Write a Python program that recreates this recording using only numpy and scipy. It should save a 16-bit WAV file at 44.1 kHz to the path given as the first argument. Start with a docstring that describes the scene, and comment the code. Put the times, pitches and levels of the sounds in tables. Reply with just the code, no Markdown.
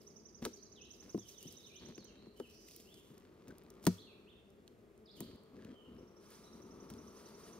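"""The lid of a light hive box rubs, snaps and knocks as a beekeeper peels off its tape and prises it up.
Stick-slip friction shakes the panels, and each blow rings their damped modes. Inside, the wingbeats of
the colony make a hum that brightens as the gap widens; a smoker puffs a hissing jet of air into it.
At the edge of the wood one bird trills, another warbles and a distant buzzy phrase passes once,
all scattered by trunks and leaves over faint outdoor air."""
import sys
import numpy as np
from scipy import signal
from scipy.fft import rfft, irfft, next_fast_len
from scipy.io import wavfile
from scipy.ndimage import uniform_filter1d

SR = 44100
rng = np.random.default_rng(int(sys.argv[2]) if len(sys.argv) > 2 else 0)


def dump_mix(stems):
    """Bounce the given channels to the path in sys.argv[1] as a 16-bit WAV at rate SR."""
    frames = np.atleast_2d(stems).T  # one column per channel
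    limited = np.clip(frames, -1, 1)  # hard clip at full scale
    pcm = np.round(limited * 32767).astype(np.int16)
    wavfile.write(sys.argv[1], SR, pcm)


N = 334719

# spectrum of the outdoor air: frequency_hz, gain_db
AIR_SPECTRUM = [(20, -22.5), (55, 1), (90, 0), (150, -3.5), (400, -10.5), (900, -20.5), (2000, -23),
                (4500, -31.5), (7500, -36), (15000, -48)]
# the part of the air that differs between the ears: frequency_hz, gain_db
AIR_SIDE_SPECTRUM = [(60, -10.5), (300, -2.5), (1500, 0.5), (6000, -8.0), (12000, -10.0)]
# colour of the hive's echo from the trees: frequency_hz, gain_db
ECHO_SPECTRUM = [(200, -8.5), (1500, -1.5), (5500, 4), (8000, -1.5), (15000, -9.5)]
# differences between the ears for the hive: frequency_hz, left_minus_right_db, left_lead_rad
EAR_DIFFERENCES = [(60, 3, .15), (248, 1.5, 0.29), (900, 4, 1.2), (2000, 2.5, 0.94), (3930, -3, 1.2),
                   (7680, -3.5, 2.33), (8900, 0, 1.57), (12200, -0.5, .1)]

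# a buzzy phrase from deeper in the wood: time_s, pitch_hz, level_db
BUZZ_PHRASE = [(2.48, 4790, -69), (2.53, 5460, -64), (2.62, 5540, -66), (2.72, 5200, -63.5),
               (2.8, 5260, -70.5), (2.84, 4990, -89)]
# the warbler swoops to a pitch and back: turn_s, each_way_s, outer_hz, turn_hz, level_db
WARBLE_SWOOPS = [(0.586, 0.029, 5250, 3980, -67.5), (.81, 0.06, 4285, 2540, -61.5),
                 (1.42, 0.087, 4100, 2765, -63.5), (1.715, 0.086, 4480, 2326, -62.5),
                 (2.931, 0.083, 2490, 3563, -66.5), (4.006, 0.028, 3040, 4500, -59),
                 (4.305, .04, 2400, 3655, -65.5), (5.088, 0.034, 5500, 3370, -62),
                 (5.188, .062, 5240, 2800, -62.5), (7.274, .03, 3300, 4800, -72.5)]
# its downward slurs: start_s, length_s, first_hz, level_db
WARBLE_SLURS = [(0.611, 0.054, 5070, -69), (1.18, 0.1, 3750, -65), (1.796, 0.043, 4630, -60),
                (1.98, 0.058, 4850, -62), (2.055, .065, 3310, -66), (2.43, 0.037, 3160, -64),
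                (4.065, 0.072, 2930, -64.5)]
# its held, barely gliding notes: start_s, length_s, first_hz, last_hz, level_db
WARBLE_HOLDS = [(1.53, 0.104, 3910, 3640, -64), (2.167, .085, 3850, 4420, -68.5),
                (2.356, 0.082, 3050, 2975, -66.5), (5.677, 0.22, 3300, 2846, -68),
                (6.441, 0.042, 4110, 3845, -67.5)]
# one syllable of the trill, a rise and a softer fall: time_s, pitch_hz, level_db
TRILL_SYLLABLE = [(0, 5100, 7), (.005, 5780, -2), (.011, 6090, 2), (.016, 6300, -9.5), (0.023, 6770, -11),
                  (.027, 6520, -39), (0.03, 6200, -20), (.037, 5500, -16), (.043, 5000, -18),
                  (.05, 4400, -18)]
# bouts of the trill: start_s, end_s, first_period_s, lengthening_per_period_s
TRILL_BOUTS = [(-.026, 2.09, .0922, .00017), (5.98, 7.56, .0908, 0)]
# one bout fades and the next swells: time_s, level_db
TRILL_ENVELOPE = [(0, -55.5), (1.2, -53.5), (2.05, -57), (5.98, -72), (6.4, -64.5), (6.85, -61.5),
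                  (7.59, -60.5)]

# the colony heard through the walls: frequency_hz, gain_db
HUM_SPECTRUM = [(100, -12.5), (165, -4), (205, -2.5), (260, -3), (320, 1.5), (400, 1.5), (480, -5.5),
                (600, -10), (800, -21.5), (1500, -42)]
# course of that hum: time_s, level_db
HUM_ENVELOPE = [(0.0, -65.5), (0.59, -67), (3.21, -66.5), (3.8, -63.5), (4.57, -68), (5.39, -66),
                (6.47, -64.5), (6.66, -63.5), (7.59, -60)]
# the colony heard through the gap: frequency_hz, gain_db
SEETHE_SPECTRUM = [(300, 0), (600, 2), (750, -1), (950, 4), (1250, 5.5), (1650, -12.5), (2500, -12.5),
                   (5000, -23), (7500, -26.5), (15000, -46)]
# opening under the lid: time_s, share_of_full_gap
LID_OPENING = [(0, 0.18), (2.8, 0.13), (3.9, 0.41), (4.5, 0.095), (5.15, 0.16), (5.3, 0.4), (6.2, 0.42),
               (6.7, 0.83), (7.59, 0.96)]
# squeezes of the smoker's bellows: start_s, swell_s, level_db
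BELLOWS_PUFFS = [(6.18, 0.14, -64), (6.55, 0.9, -65)]
# hiss of its nozzle: frequency_hz, gain_db
JET_SPECTRUM = [(500, -1), (1300, 9), (2500, 0), (5000, 4), (7500, -1), (10000, 1.5), (12000, -10),
                (14000, -5), (16000, -12.5)]

# pulls on the tape and brushes of the glove: start_s, hold_s, level_db
TAPE_PULLS = [(0, 0.013, -72.5), (0.41, 0.05, -66), (0.877, 0.95, -75.5), (1.261, 0.02, -63.5),
              (1.388, 0.12, -69), (2.358, 0.71, -72.5), (2.659, 0.11, -67.5), (3.817, 0.098, -63.5),
              (5.15, 0.048, -66)]
# crinkling tape and cloth: frequency_hz, gain_db
CRINKLE_SPECTRUM = [(800, -31), (2500, -1), (5500, 1), (7500, 1), (10000, -3.5), (14000, -4.5),
                    (16000, -7.5)]
# the loudest ticks of tape and dry stalks: time_s, level_db, centre_hz
LOUD_TICKS = [(1.4282, -34.5, 7830), (1.525, -38.5, 9000), (1.98, -37.5, 2700), (2.044, -45, 9000),
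              (2.686, -38.5, 2500), (2.711, -41, 4500), (2.763, -36, 12000), (2.942, -40, 4000),
              (3.18, -45.5, 6000), (3.583, -43.5, 8000), (3.703, -40.5, 7750), (3.853, -30, 7000),
              (4.678, -38, 3450), (5.205, -29, 10400), (5.359, -53, 9200), (5.648, -39.5, 3000),
              (6.305, -44.5, 9000), (6.938, -40, 4500)]
# creaks of the lid: start_s, end_s, pitch_hz, level_db
LID_CREAKS = [(3.498, 3.522, 1520, -63), (5.565, 5.715, 1670, -74)]
# lid and glove rub on the box: start_s, end_s, groan_db, scratch_db
BOX_RUBS = [(0.419, 0.474, -45.5, -54.5), (1.01, 1.124, -62, -67.5), (1.798, 1.932, -56, -66),
            (1.943, 2.308, -63.5, -75), (3.015, 3.9, -69.5, -75), (3.467, 3.531, -55, -82),
            (5.154, 5.376, -56, -71), (5.519, 5.766, -56, -71), (5.86, 6.057, -55, -77),
            (6.467, 7.147, -58, -82)]
# response of the rubbed panels: frequency_hz, gain_db
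GROAN_SPECTRUM = [(40, -11), (80, -5), (145, -6), (245, 3), (330, -4.5), (480, -8), (900, -34.5),
                  (3000, -57)]
# scratching on their surface: frequency_hz, gain_db
SCRATCH_SPECTRUM = [(400, 2), (1000, 6.5), (1700, 3.5), (2500, 1), (4500, -2), (8000, -11.5), (15000, -43)]
# the lid snapping past the rim: frequency_hz, gain_db
SNAP_SPECTRUM = [(500, -11), (1200, 1.5), (2500, -7), (3700, -3.5), (5700, -0.5), (7500, -4.5), (11000, -7),
                 (14000, -16), (16000, -5)]
# normal modes of the box: frequency_hz, level_db, t60_s
BOX_MODES = [(102, -21, 0.25), (184.4, 0.5, 0.11), (199, -24, .08), (238.5, -4, .09), (305.5, 2, 0.048),
             (329.6, 2.5, 0.04), (374.4, -3.5, 0.068), (438, -15, 0.028), (475, -19, 0.11),
             (560, -14.5, 0.043), (655.5, -8, 0.044), (690, -14, 0.063), (770, -20, 0.043),
             (968, -2.5, 0.025), (1160, -11, 0.027), (1390, -10, 0.017), (1580, -21, 0.012),
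             (1730, -15.5, 0.016), (2225, -20.5, 0.022), (2600, -13.5, 0.013)]
# blows on the box: time_s, force_db, snap_db, rebound_db, bent_panel_pitch_ratio
BOX_BLOWS = [(0.4256, -47, -40, -55, 1.21), (.452, -38, -15, -29, 1.32), (1.145, -25.5, -56, -43, 1.084),
             (1.177, -39, -40, -49, 1.01), (1.452, -46, -60, -55, 0.9), (1.887, -46.5, -39.5, -50, .95),
             (1.978, -43.5, -46, -66, 1.07), (2.268, -45, -58, -52, 1), (2.3993, -32, -37, -57, 1.31),
             (3.099, -51.5, -66, -60, 0.88), (3.482, -59, -35, -59, .95), (3.507, -60, -45, -62, 1.28),
             (3.841, -47, -34, -58, 1.03), (3.8676, -17, -5.5, -48, 0.98), (5.2048, -36.5, -32, -40, 1),
             (6.902, -48.5, -29.5, -51, 0.89)]


def from_db(db):
    return 10 ** (np.asarray(db) / 20)


def unit_rms(x):
    return x / np.sqrt(np.mean(x ** 2) + 1e-20)


def seconds(length_s):
    return np.arange(int(length_s * SR)) / SR


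def in_time(rows):
    """Each column of a curve, interpolated sample by sample."""
    times, *columns = np.transpose(rows)
    return [np.interp(np.arange(N) / SR, times, column) for column in columns]


def at_hz(rows, hz, column=1):
    """A column interpolated along a logarithmic frequency axis."""
    rows = np.array(rows)
    return np.interp(np.log(hz + 1e-3), np.log(rows[:, 0]), rows[:, column])


def add(track, start_s, sound):
    """Superposition: a sound joins the track at its start time."""
    start = round(start_s * SR)
    part = sound[max(-start, 0):N - start]
    track[max(start, 0):max(start, 0) + len(part)] += part


def filtered(x, response):
    """Linear filtering: the spectrum is multiplied by a function of frequency."""
    size = next_fast_len(x.shape[-1] + 4096)
    hz = np.fft.rfftfreq(size, 1 / SR)
    return irfft(rfft(x, size) * response(hz), size)[..., :x.shape[-1]]


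def coloured(x, spectrum):
    return filtered(x, lambda hz: from_db(at_hz(spectrum, hz)))


def drift(per_s):
    """Random modulation of unit RMS, linear between Gaussian values."""
    knots = rng.standard_normal(int(per_s * N / SR) + 2)
    return unit_rms(np.interp(np.arange(N) * per_s / SR, np.arange(len(knots)), knots))


def grains(per_s, spread_db):
    """Shot noise: tiny slips of very unequal size at random moments."""
    sizes = from_db(spread_db * np.minimum(rng.exponential(1, N), 5)) * rng.choice([-1, 1], N)
    return unit_rms(sizes * (rng.random(N) < per_s / SR))


def stroke(start_s, end_s):
    """The tapered envelope of one hand movement."""
    return signal.windows.tukey(max(int((end_s - start_s) * SR), 2), 0.24)


def push(attack_s, hold_s, release_db_per_s):
    """Effort builds linearly, holds and decays exponentially."""
    t = seconds(attack_s + hold_s + 1)
    released_s = np.maximum(t - attack_s - hold_s, 0)
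    return np.minimum(t / attack_s, 1) * from_db(-release_db_per_s * released_s)


def from_left(x):
    """Interaural phase and level differences: the box stands left, so that ear hears it first."""
    half = np.array([[.5], [-.5]])

    def response(hz):
        gain = from_db(half * at_hz(EAR_DIFFERENCES, hz))
        return gain * np.exp(1j * half * at_hz(EAR_DIFFERENCES, hz, column=2))
    return filtered(x, response)


def tree_scatter(x, t60_s, build_s):
    """Multiple scattering by trunks and leaves gives a decaying tail, different at each ear."""
    t = seconds(1.2)
    tail = rng.standard_normal((2, len(t))) * from_db(-60 * t / t60_s) * (1 - np.exp(-t / build_s))
    tail /= np.sqrt(np.sum(tail ** 2, axis=1, keepdims=True))
    return signal.fftconvolve(x[None], tail, axes=1)[:, :N]


def outdoor_air():
    """Partly coherent noise: faint air, alike at both ears in the bass."""
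    mid, side = rng.standard_normal((2, N))
    side = coloured(side, AIR_SIDE_SPECTRUM)
    return from_db(-68) * unit_rms(coloured(mid + side * [[1], [-1]], AIR_SPECTRUM))


def buzzing_bird(swing_hz=750, swings_per_s=55):
    """Fast frequency modulation makes a buzz, so far off that only scattered sound arrives."""
    t = np.arange(N) / SR
    centre_hz, db = in_time(BUZZ_PHRASE)
    hz = centre_hz + swing_hz * np.sin(2 * np.pi * swings_per_s * t) + 200 * drift(150)
    singing = (t >= BUZZ_PHRASE[0][0]) & (t <= BUZZ_PHRASE[-1][0] + .02)
    envelope = from_db(db) * uniform_filter1d(singing * 1., size=900)
    song = envelope * np.sin(2 * np.pi * np.cumsum(hz) / SR)
    return tree_scatter(song, t60_s=0.4, build_s=0.0049) * from_db([[-1], [3]])


def whistle(hz, amplitude, burr):
    """Random frequency modulation roughens a bird's pure tone; burr is the relative deviation."""
    quaver = unit_rms(uniform_filter1d(rng.standard_normal(len(hz)), size=90))
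    phase = 2 * np.pi * np.cumsum(hz * (1 + burr * quaver)) / SR
    return amplitude * signal.windows.tukey(len(hz), .2) * np.sin(phase)


def warbled_notes(turn_roundness=1.2, slur_ratio=.77):
    """Frequency glides: start, pitch course and level of each swoop, slur and held note."""
    for turn_s, way_s, outer_hz, turn_hz, db in WARBLE_SWOOPS:
        from_turn = np.abs(seconds(2 * way_s) / way_s - 1)
        yield turn_s - way_s, turn_hz * (outer_hz / turn_hz) ** (from_turn ** turn_roundness), db
    for start_s, length_s, first_hz, db in WARBLE_SLURS:
        yield start_s, first_hz * slur_ratio ** (seconds(length_s) / length_s), db
    for start_s, length_s, first_hz, last_hz, db in WARBLE_HOLDS:
        yield start_s, first_hz + (last_hz - first_hz) * seconds(length_s) / length_s, db


def warbling_bird(db_per_octave=7, upstroke_db=2.5, flutter_db=2.5):
    """Amplitude follows frequency: fluttering notes are sung harder when high and when rising."""
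    song = np.zeros(N)
    for start_s, hz, db in warbled_notes():
        rising = uniform_filter1d((np.gradient(hz) > 0) * 1., size=300)
        effort_db = db_per_octave * np.log2(hz / hz.mean()) + upstroke_db * rising
        add(song, start_s, whistle(hz, from_db(db - 3 + effort_db), burr=0.02226))
    song *= from_db(flutter_db * drift(120))
    leaves = tree_scatter(song, t60_s=0.039, build_s=0.0016)   # nearby foliage smears each note
    trees = tree_scatter(song, t60_s=0.79, build_s=0.02)
    return song * from_db([[-4.5], [-.5]]) + from_db(-4.5) * leaves + trees * from_db([[.5], [2.5]])


def trill_beats(uneven_db=.8):
    """Start and level of each syllable: a periodic beat that slows in the first bout as the bird tires."""
    for start_s, end_s, period_s, lengthening_s in TRILL_BOUTS:
        while start_s < end_s:
            yield start_s, np.interp(start_s, *np.transpose(TRILL_ENVELOPE)) + uneven_db * rng.normal()
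            start_s += period_s
            period_s += lengthening_s


def trilling_bird(flattening_per_db=0.00368):
    """A train of chirps: softer ones are lower in pitch and have a lower direct-to-reverberant ratio."""
    times, hz, shape_db = np.transpose(TRILL_SYLLABLE)
    t = seconds(times[-1])
    facing, scattered = np.zeros((2, N))
    for start_s, db in trill_beats():
        pitch_ratio = 1 + flattening_per_db * min(db + 57.0, 0) + rng.normal(0, 0.0053)
        tilt_db = rng.normal(0, 1.3) + .5 * (db + 70.5)   # the downstroke comes and goes
        amplitude = from_db(db + np.interp(t, times, shape_db) + tilt_db * t / times[-1])
        note = whistle(pitch_ratio * np.interp(t, times, hz), amplitude, burr=0.014)
        add(facing, start_s, note)
        add(scattered, start_s, note * from_db(-.3 * (db + 49.0)))
    direct = facing * from_db([[-11], [3]]) * [[-1], [1]]   # from the right, the ears half a cycle apart
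    return direct + tree_scatter(scattered, t60_s=0.43, build_s=0.002) * from_db([[-8], [-2]])


def wings(wing_hz=205, spread=.11, bees=14):
    """Incoherent sum: each bee's wandering wingbeat is a pulse train, over a rush of air."""
    sawtooths = np.zeros(N)
    for _ in range(bees):
        beat_hz = wing_hz * np.exp(spread * rng.normal() + .04 * drift(9))
        sawtooths += (np.cumsum(beat_hz) / SR % 1 - .5) * from_db(3.84 * drift(6))
    pulses = np.diff(sawtooths, prepend=sawtooths[0])
    return unit_rms(pulses) + 0.86 * rng.standard_normal(N)


def colony(hum_gain_db=3, full_gap_db=-64.5):
    """Two transmission paths: the walls pass a dull hum, the gap under the lid a brighter seething."""
    (hum_db,), (gap,) = in_time(HUM_ENVELOPE), in_time(LID_OPENING)
    hum = from_db(hum_db + hum_gain_db) * unit_rms(coloured(wings(), HUM_SPECTRUM))
    seethe = gap * from_db(full_gap_db) * unit_rms(coloured(wings(), SEETHE_SPECTRUM))
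    return hum + seethe


def smoker(flutter_db=2.1):
    """Jet noise: the bellows push a smooth hiss of air through the nozzle."""
    flow = np.zeros(N)
    for start_s, swell_s, db in BELLOWS_PUFFS:
        add(flow, start_s, from_db(db) * push(swell_s, hold_s=0.047, release_db_per_s=60))
    flow *= from_db(flutter_db * drift(25))
    return flow * unit_rms(coloured(rng.standard_normal(N), JET_SPECTRUM))


def tape_rustle(lingering_db=-89, attack_s=0.019):
    """Modulated shot noise: tape and cloth crinkle in clumps of fine grains."""
    envelope = np.full(N, from_db(lingering_db))
    for start_s, hold_s, db in TAPE_PULLS:
        add(envelope, start_s, from_db(db) * push(attack_s, hold_s, release_db_per_s=158))
    clumps = grains(5000, spread_db=3.0) * from_db(2.0 * drift(70))
    return envelope * unit_rms(coloured(clumps, CRINKLE_SPECTRUM))


def crack(splinter_db, t60_s):
    """Sudden release of stress: an impulse, then a brief decay of splinters."""
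    t = seconds(.05)
    burst = from_db(splinter_db - 60 * t / t60_s) * rng.standard_normal(len(t))
    burst[0] = 1
    return burst


def ticks(faint_per_s=4.4, faint_hz=7930):
    """Cracks of tape and stalks each excite a broad resonance; faint ones form a Poisson process."""
    times = np.cumsum(rng.exponential(1, size=60)) / faint_per_s
    faint = [(time_s, -57 - 1.5 * softness, faint_hz * 2 ** (.5 * np.tanh(colour)))
             for time_s, (softness, colour) in zip(times, rng.standard_normal((60, 2)))
             if time_s < N / SR]
    out = np.zeros(N)
    for time_s, db, hz in list(LOUD_TICKS) + faint:
        band = signal.butter(1, [hz / 1.5, min(hz * 1.5, .45 * SR)], "band", fs=SR)
        add(out, time_s, from_db(db + 3.5) * signal.lfilter(*band, crack(splinter_db=-10.5, t60_s=0.012)))
    return out


def lid_creaks(bandwidth_hz=130):
    """Uneven slips of the lid's edge drive one narrow resonance."""
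    out = np.zeros(N)
    for start_s, end_s, hz, db in LID_CREAKS:
        resonance = signal.iirpeak(hz, hz / bandwidth_hz, fs=SR)
        ringing = unit_rms(signal.lfilter(*resonance, grains(250, spread_db=1.5)))
        swell = stroke(start_s, end_s)
        add(out, start_s, from_db(db) * swell * ringing[:len(swell)])
    return out


def lid_rubbing():
    """Stick-slip friction shakes the panels and scratches their surface."""
    groan, scratch = np.zeros((2, N))
    for start_s, end_s, groan_db, scratch_db in BOX_RUBS:
        add(groan, start_s, from_db(groan_db) * stroke(start_s, end_s))
        add(scratch, start_s, from_db(scratch_db) * stroke(start_s, end_s))
    panels = coloured(grains(600, spread_db=2.5), GROAN_SPECTRUM)
    surface = coloured(grains(1100, spread_db=4.5), SCRATCH_SPECTRUM)
    return groan * unit_rms(panels) + scratch * unit_rms(surface)


def box_ring(low_db, middle_db, high_db, pitch_ratio, delay_cycles=0.37):
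    """Dispersion: bending waves are slower at low frequency, so the deep modes arrive and swell last."""
    t, out = seconds(0.25), 0
    blow_spectrum = [(210, low_db), (360, middle_db), (950, high_db)]
    for rest_hz, mode_db, t60_s in BOX_MODES:
        hz = rest_hz * pitch_ratio
        strength_db = at_hz(blow_spectrum, hz) + mode_db + rng.normal(0, 1)
        age_s = np.maximum(t - delay_cycles / hz, 0)
        envelope = from_db(strength_db - 60 * age_s / t60_s) * (1 - np.exp(-age_s * hz))
        out = out + envelope * np.sin(2 * np.pi * hz * age_s)
    return out


def lid_knocks(rebound_s=.0085, stiffening_db=51, hardness_share=0.37):
    """Impact excitation: the lid snaps past the rim, the panels ring and spring back once."""
    body, snaps = np.zeros((2, N))
    for start_s, force_db, snap_db, rebound_db, pitch_ratio in BOX_BLOWS:
        blow = (start_s, force_db, snap_db)
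        rebound = (start_s + rebound_s, rebound_db, snap_db - 19)
        for time_s, db, crack_db in (blow, rebound):
            low_db = db - stiffening_db * (pitch_ratio - 1)   # bending a panel weakens its deep modes
            high_db = db - 7.5 + hardness_share * (crack_db - db)   # high modes follow the snap
            add(body, time_s, box_ring(low_db, db, high_db, pitch_ratio))
            snap = crack(splinter_db=-3.5, t60_s=0.00079) + crack(splinter_db=-16, t60_s=0.04)
            add(snaps, time_s, from_db(crack_db) * snap)
    return body, coloured(snaps, SNAP_SPECTRUM) * from_db(-2)


def scene():
    """Superposition of the hive's direct sound, its echo from the trees, the birds and the air."""
    body, snaps = lid_knocks()
    sharp = snaps + ticks() + lid_creaks()
    sustained = colony() + lid_rubbing() + tape_rustle() + smoker()
    scattered = from_db(-25) * body + from_db(-17) * sharp + from_db(-14) * sustained
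    echo = coloured(tree_scatter(scattered, t60_s=0.44, build_s=0.0094), ECHO_SPECTRUM)
    birds = trilling_bird() + warbling_bird() + buzzing_bird()
    return from_left(body + sharp + sustained) + echo + birds + outdoor_air()


def record(dry):
    """Band limiting: a gentle high-pass at 38 Hz and a steep low-pass at 15.6 kHz."""
    thinned = signal.sosfilt(signal.butter(2, 38, "high", fs=SR, output="sos"), dry)
    return signal.sosfilt(signal.ellip(10, .1, 70, 15600, fs=SR, output="sos"), thinned)


dry = scene()
out = record(dry)
dump_mix(out)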